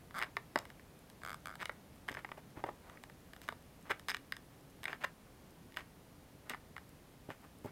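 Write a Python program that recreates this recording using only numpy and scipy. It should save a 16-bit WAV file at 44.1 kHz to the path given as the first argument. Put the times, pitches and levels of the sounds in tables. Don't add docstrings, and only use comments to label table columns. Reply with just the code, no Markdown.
import sys
import numpy as np
from scipy import signal
from scipy.fft import rfft, irfft, next_fast_len
from scipy.io import wavfile
from scipy.ndimage import map_coordinates

SR = 44100
rng = np.random.default_rng(int(sys.argv[2]) if len(sys.argv) > 2 else 0)


def log_audio(samples):
    frames = np.atleast_2d(samples).T
    limited = np.clip(frames, -1, 1)
    pcm = np.round(limited * 32767).astype(np.int16)
    wavfile.write(sys.argv[1], SR, pcm)


N = 340011
HIT_T = np.arange(4096) / SR


def amp(db):
    return 10 ** (np.asarray(db) / 20)


def unit(x):
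    return x / np.sqrt(np.mean(x ** 2) + 1e-20)


def hit(x, db, window_s=0.005):
    return amp(db) * x * np.sqrt(window_s * SR / (np.sum(x ** 2) + 1e-20))


def along(points, hz):
    f, value = np.transpose(points)
    return np.interp(np.log(hz + 1), np.log(f + 1), value)


def bell(hz, pitch_hz, depth_db):
    return -depth_db * np.log2(1 + np.log2((hz + 1) / pitch_hz) ** 2)


def coloured(x, gain_db):
    size = next_fast_len(len(x) + len(HIT_T))
    gain = amp(gain_db(np.fft.rfftfreq(size, 1 / SR)))
    return irfft(rfft(x, size) * gain, size)[:len(x)]


def wobble(rate):
    knots = rng.standard_normal(int(N * rate / SR) + 4)
    return map_coordinates(knots, [np.arange(N) * rate / SR])


def add(track, start, x):
    i = max(0, round(start * SR))
    track[i:i + len(x)] += x[:max(0, N - i)]


def train(count, jitter, scatter_db):
    shift, strength = rng.standard_normal((count, 2)).T
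    places = (np.arange(count) + jitter * shift) / (count - 1)
    return zip(places, scatter_db * strength)


def ring(modes, emphasis_db, damping, attack_s, scatter):
    hz, db, t60 = np.transpose(modes)[:, :, None]
    detune, strength, phase = rng.standard_normal((3, len(modes), 1))
    level = db + emphasis_db(hz) + 1.5 * strength - 60 * HIT_T * damping / t60
    waves = amp(level) * np.sin(2 * np.pi * (hz * (1 + scatter * detune) * HIT_T + phase))
    return waves.sum(0) * (1 - np.exp(-HIT_T / attack_s))


# (f/Hz, relative level/dB)
NOISE_SPECTRUM = [(12, -33), (20, -10), (70, -2), (107, -3.5), (149, -1), (203, -4.5), (233, -5.5),
                  (276, -3.5), (326, -9), (469, -10.5), (1350, -19), (8790, -27), (9830, -25), (14500, -26),
                  (15800, -31.5)]
# (f/Hz, level/dB)
WHINE_TONES = [(9491, -89.5), (9561, -90), (11822, -98)]


def background(split_hz=2500, fade_db_per_s=0.17):
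    t = np.arange(N) / SR
    noise = unit(coloured(rng.standard_normal(N), lambda hz: along(NOISE_SPECTRUM, hz)))
    low = coloured(noise, lambda hz: -20 * np.log10(1 + (hz / split_hz) ** 2))
    hush = low * amp(-57.5 - fade_db_per_s * t + 0.2 * wobble(4.5))
    hiss = amp(-63.5) * (noise - low)
    whine = sum(amp(db) * np.sqrt(2) * np.sin(2 * np.pi * hz * t + 1.6 * wobble(16))
                for hz, db in WHINE_TONES)
    return hush + hiss + whine


# (f/Hz, T60/s)
YARD_DECAY = [(200, 0.27), (1500, 0.19), (5000, 0.12), (14000, 0.24)]
# (f/Hz, relative level/dB)
YARD_SPECTRUM = [(100, 4), (700, -3), (2200, -2), (5000, 0), (14000, -9.5)]


def yard(x, delay_s=0.01, stretches=24):
    out = np.zeros(N)
    for part in np.array_split(np.arange(N), stretches):
        hz, t, noise = signal.stft(rng.standard_normal(SR // 3), SR, nperseg=256)
        level = along(YARD_SPECTRUM, hz)[:, None] - 60 * t / along(YARD_DECAY, hz)[:, None]
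        tail = signal.istft(noise * amp(level), SR, nperseg=256)[1]
        add(out, part[0] / SR + delay_s, signal.fftconvolve(x[part], tail / np.linalg.norm(tail)))
    return out


# (f/Hz, gain/dB)
PAVING_RESPONSE = [(2200, 0), (2600, 0), (2950, .5), (3800, -.5), (4350, 1), (4750, 3), (5300, 7),
                   (5750, -3.5), (6200, 6.5), (6700, 2), (8500, 5.5), (10300, -4), (11500, 1.5),
                   (16000, -4)]


def paving(x):
    return coloured(x, lambda hz: along(PAVING_RESPONSE, hz))


# (f/Hz, relative level/dB)
CRACK_SPECTRUM = [(1500, -39), (3500, -13), (5000, -2.5), (7000, -0.5), (9000, 3), (12500, 2), (16000, -3)]


def crack(t60):
    burst = rng.standard_normal(len(HIT_T)) * amp(-60 * HIT_T / t60)
    return coloured(burst, lambda hz: along(CRACK_SPECTRUM, hz))


def grit(count=22, loudest_db=-66):
    out = np.zeros(N)
    for place, weakness in rng.random((count, 2)):
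        add(out, place * N / SR, hit(crack(t60=0.0085), loudest_db - 7 * weakness))
    return out


# (f/Hz, relative level/dB)
GRIT_SPECTRUM = [(100, -17), (400, 6), (1200, 1), (2100, -3), (3000, -8), (5000, -19), (8500, -21.5),
                 (16000, -15)]
# (peak t/s, duration/s, level/dB, emphasis f/Hz)
SCUFFS_AND_RUSTLES = [(.215, .11, -48, 1600), (0.593, 0.1, -53.5, 1150), (1.615, 0.091, -54, 2200),
                      (2.109, 0.085, -52.5, 2400), (2.179, .06, -51, 1610), (2.381, 0.041, -55.5, 1500),
                      (2.58, .08, -51.5, 930), (2.673, 0.077, -49.5, 960), (2.887, 0.19, -58.5, 1090),
                      (3.44, 0.074, -59.5, 5500), (3.871, 0.073, -55, 1400), (3.908, 0.039, -38, 1840),
                      (4.898, 0.12, -48.5, 1870), (5.019, 0.041, -49, 2100), (5.044, 0.019, -38, 1810),
                      (5.788, 0.065, -48, 2080), (6.468, 0.048, -59, 1000), (6.507, 0.047, -44.5, 2600),
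                      (7.309, 0.077, -53, 2080), (7.442, 0.054, -59.5, 1190), (7.667, 0.075, -54, 1290),
                      (7.654, 0.044, -57.5, 12000)]


def scuffs_and_rustles(grains_per_s=2500, spread_db=5.0, rise_share=0.37):
    out = np.zeros(N)
    t = np.arange(SR // 2) / SR
    for peak, length, db, pitch_hz in SCUFFS_AND_RUSTLES:
        rise = rise_share * length
        impulses = (rng.random(len(t)) < grains_per_s / SR) * rng.choice([-1, 1], len(t))
        grains = impulses * amp(spread_db * rng.standard_normal(len(t)))
        noise = coloured(grains, lambda hz: along(GRIT_SPECTRUM, hz) + bell(hz, pitch_hz, depth_db=3.5))
        swell = np.interp(t, [0, rise, length], [0, 1, 0])
        add(out, peak - rise, amp(db) * unit(noise) * swell)
    return out


# (f/Hz, relative level/dB, nominal T60/s)
SOLE_MODES = [(109, -4, 0.064), (170, -7, 0.042), (267, -4, 0.044), (396, -2, 0.031), (594, -1, 0.031),
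              (833, 0.5, 0.024), (1030, -10.5, 0.011)]
# (t/s, level/dB, emphasis f/Hz)
FOOTFALLS = [(0.5576, -27, 620), (2.109, -43.5, 250), (2.377, -47.5, 690), (2.572, -43, 250),
             (2.6395, -35.5, 690), (2.687, -38, 760), (3.488, -45.5, 650), (3.907, -38, 420),
             (5.042, -49.5, 422), (6.505, -45.5, 300), (7.287, -41.5, 328), (7.303, -46.5, 425),
             (7.646, -38, 231), (7.658, -41, 510)]


def steps():
    out = np.zeros(N)
    for start, db, pitch_hz in FOOTFALLS:
        thud = ring(SOLE_MODES, lambda hz: bell(hz, pitch_hz, depth_db=5.5),
                    damping=0.91, attack_s=0.00091, scatter=0.048)
        add(out, start, hit(thud, db))
    return out


# (f/Hz, relative level/dB, T60/s)
PATCH_MODES = [(670, -7, 0.012), (1227, 1.5, 0.015), (1560, 2.5, 0.01), (2200, -6, 0.015),
               (3430, -6.5, 0.0078), (4850, -12.5, 0.0064)]


def slip(patch_db, crack_db, scatter=0.025):
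    hz, db, t60 = np.transpose(PATCH_MODES)[:, :, None]
    sign = np.resize([1, -1], hz.shape)
    detune, strength = rng.standard_normal((2, len(hz), 1))
    dull_db = np.clip(patch_db - crack_db - 13.5, 0, 8) * np.clip(np.log2(hz / 1500), 0, 1)
    level = db - dull_db + strength - 60 * HIT_T / t60
    patch = sign * amp(level) * np.sin(2 * np.pi * hz * (1 + scatter * detune) * HIT_T)
    return hit(patch.sum(0), patch_db) + hit(crack(t60=0.0053), crack_db)


# (t/s, duration/s, slips, first level/dB, last level/dB, louder end's crack level/dB)
TOE_PUSHES = [(0.1434, .0466, 12, -48, -40.5, -53.5), (1.2348, 0.11, 10, -44.5, -43.5, -57.5),
              (1.4565, .083, 8, -43, -50, -56.5)]


def creaks(hurry=0.24, crack_db_per_db=2.3):
    out = np.zeros(N)
    for start, length, slips, first_db, last_db, crack_db in TOE_PUSHES:
        for place, chance_db in train(round(slips), jitter=0.03, scatter_db=1.2):
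            progress = place + hurry * np.sin(2 * np.pi * place) / (2 * np.pi)
            db = first_db + (last_db - first_db) * place + chance_db
            sharpness_db = crack_db_per_db * (db - max(first_db, last_db))
            add(out, start + length * progress, slip(db, crack_db + sharpness_db))
    return out


# (f/Hz, relative level/dB, nominal T60/s)
PANEL_MODES = [(400, -5, 0.08), (697, -2, 0.021), (962, 1.5, 0.011), (1200, 1, 0.011), (1570, -4, 0.015),
               (1824, 5, 0.0097), (2140, 3, 0.0092)]
# (f/Hz, relative level/dB, nominal T60/s)
CREASE_MODES = [(2880, 3.5, 0.018), (3400, 7.5, 0.0069), (3790, 4, 0.0082), (4710, -6, 0.0097),
                (5030, -1, 0.01)]


def snap(panel_db, panel_hz, crack_db, crease_hz):
    dull_db = panel_db - crack_db
    crease_db = panel_db - 0.55 * dull_db - 0.2 + 6.5 * np.log2(panel_hz / 1570)
    hidden = np.clip((dull_db - 14.0) / 18, 0, 1)
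    lag = int(SR * rng.uniform(0.003165, 0.0046))
    bounce = lambda x: x + amp(-16.0 + 10.3 * hidden) * np.pad(x, (lag, 0))[:len(x)]
    panel = ring(PANEL_MODES, lambda hz: bell(hz, panel_hz, depth_db=10),
                 damping=1.22, attack_s=0.00079, scatter=0.038)
    crease = ring(CREASE_MODES, lambda hz: bell(hz, crease_hz, depth_db=19),
                  damping=1.13, attack_s=0.0001, scatter=0.017)
    return hit(bounce(panel), panel_db) + hit(bounce(crease), crease_db) + hit(crack(0.0059), crack_db)


# (t/s, duration/s, folds, loudest place 0-1,
# panel level/dB, panel f/Hz, crack level/dB, crease f/Hz)
FOLD_RUNS = [(0.225, .018, 3, 0, -32, 1680, -53, 3580), (1.596, 0.033, 7, 0.95, -39.5, 1490, -59.5, 3730),
             (3.897, .0194, 5, 1, -31.5, 1450, -54.5, 3350),
             (4.09, .0205, 5, 0.41, -36.5, 1750, -48.5, 4750),
             (5.0375, 0.01, 4, 0.66, -33.5, 1710, -54.5, 3250),
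             (5.723, 0.063, 4, 0.66, -54.5, 2100, -65, 3200),
             (6.501, 0.018, 4, 0.1, -44.5, 1700, -65, 2900)]


def crunches(fall_db_per_run=13.5):
    out = np.zeros(N)
    for start, length, folds, loudest, panel_db, panel_hz, crack_db, crease_hz in FOLD_RUNS:
        for place, chance_db in train(round(folds), jitter=0.04, scatter_db=0.64):
            force_db = chance_db - fall_db_per_run * abs(place - loudest)
            fold = snap(panel_db + force_db, panel_hz, crack_db + force_db, crease_hz)
            add(out, start + length * place, fold)
    return out


# (t/s, panel level/dB, panel f/Hz, crack level/dB, crease f/Hz)
SINGLE_FOLDS = [(0.1089, -53, 1340, -71, 3600), (0.199, -42, 1410, -64, 3700), (.206, -44, 1600, -65, 3200),
                (0.2162, -36.5, 1700, -61, 3200), (0.3682, -31.5, 1400, -56.5, 3450),
                (0.5581, -26.5, 1170, -49, 4000), (0.575, -41, 1240, -63, 3900),
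                (.5885, -46, 1420, -49, 4300), (0.6535, -50.5, 1280, -62.5, 3600),
                (.702, -52, 1610, -67, 3200), (.796, -56.5, 1480, -79, 3400),
                (1.1, -62.5, 1590, -62.5, 3630), (1.2177, -54, 1380, -75, 3400),
                (1.5546, -49, 1170, -57.5, 3830), (1.6561, -40, 1930, -50, 3400),
                (1.6947, -35.5, 1270, -65, 3200), (2.0815, -45.5, 1100, -62, 3400),
                (2.0864, -34.5, 1750, -57, 3020), (2.095, -44, 1710, -59, 3200),
                (2.1165, -55, 1490, -57.5, 3700), (2.142, -55, 1400, -62, 4400),
                (2.1492, -43, 1440, -66, 3200), (2.1706, -40.5, 1460, -78, 3200),
                (2.191, -50, 1530, -71, 3300), (2.2899, -50, 1090, -74, 3400),
                (2.2471, -39, 1400, -68, 3200), (2.3174, -41, 1440, -70, 3200),
                (2.6398, -34.5, 1040, -63.5, 3240), (2.6898, -40.5, 890, -77, 3400),
                (2.8974, -52, 1350, -67, 3300), (2.9723, -53, 1850, -83, 3100),
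                (3.0375, -49, 1350, -60, 3400), (3.0982, -53, 1320, -74, 3500),
                (3.334, -50.5, 1480, -62, 3740), (3.364, -54.5, 1470, -65, 3900),
                (3.4165, -56.5, 1310, -58.5, 3900), (3.48, -53, 1340, -63, 3400),
                (3.488, -33, 1430, -53.5, 3130), (3.5244, -45, 1080, -64.5, 3400),
                (3.9959, -53.5, 1630, -60.5, 3900), (4.0847, -36, 1790, -48.5, 3830),
                (4.1162, -39, 1750, -56, 3350), (4.1407, -53, 1800, -63, 3500),
                (4.1459, -35, 1950, -52, 3720), (4.168, -46.5, 1720, -58, 3500),
                (4.3226, -35, 1750, -52, 4050), (4.367, -49.5, 1730, -59.5, 3800),
                (4.8326, -48.5, 1810, -57, 3600), (4.841, -47, 1630, -51.5, 3620),
                (4.8551, -34, 1980, -57, 3550), (4.8808, -38, 1630, -63, 3200),
                (4.9297, -37, 1660, -62, 3300), (5.7708, -36, 2040, -54, 3180),
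                (6.4968, -44, 1730, -45.5, 2850), (6.5356, -41, 1470, -72, 3100),
                (6.5458, -41.5, 1420, -70, 3100), (6.765, -43.5, 1510, -68.5, 3100),
                (6.7803, -46, 1400, -68, 3200), (7.303, -43, 1290, -64, 3200)]


def snaps():
    out = np.zeros(N)
    for start, *fold in SINGLE_FOLDS:
        add(out, start, snap(*fold))
    return out


def scene():
    near = paving(snaps() + crunches() + creaks() + steps() + scuffs_and_rustles() + grit())
    return (near + amp(-18.0) * yard(near) + background())[None]


def record(dry):
    top_hz = 15850
    return np.array([coloured(x, lambda hz: np.clip((top_hz - hz) / 20, -100, 0)) for x in dry])


dry = scene()
out = record(dry)
log_audio(out)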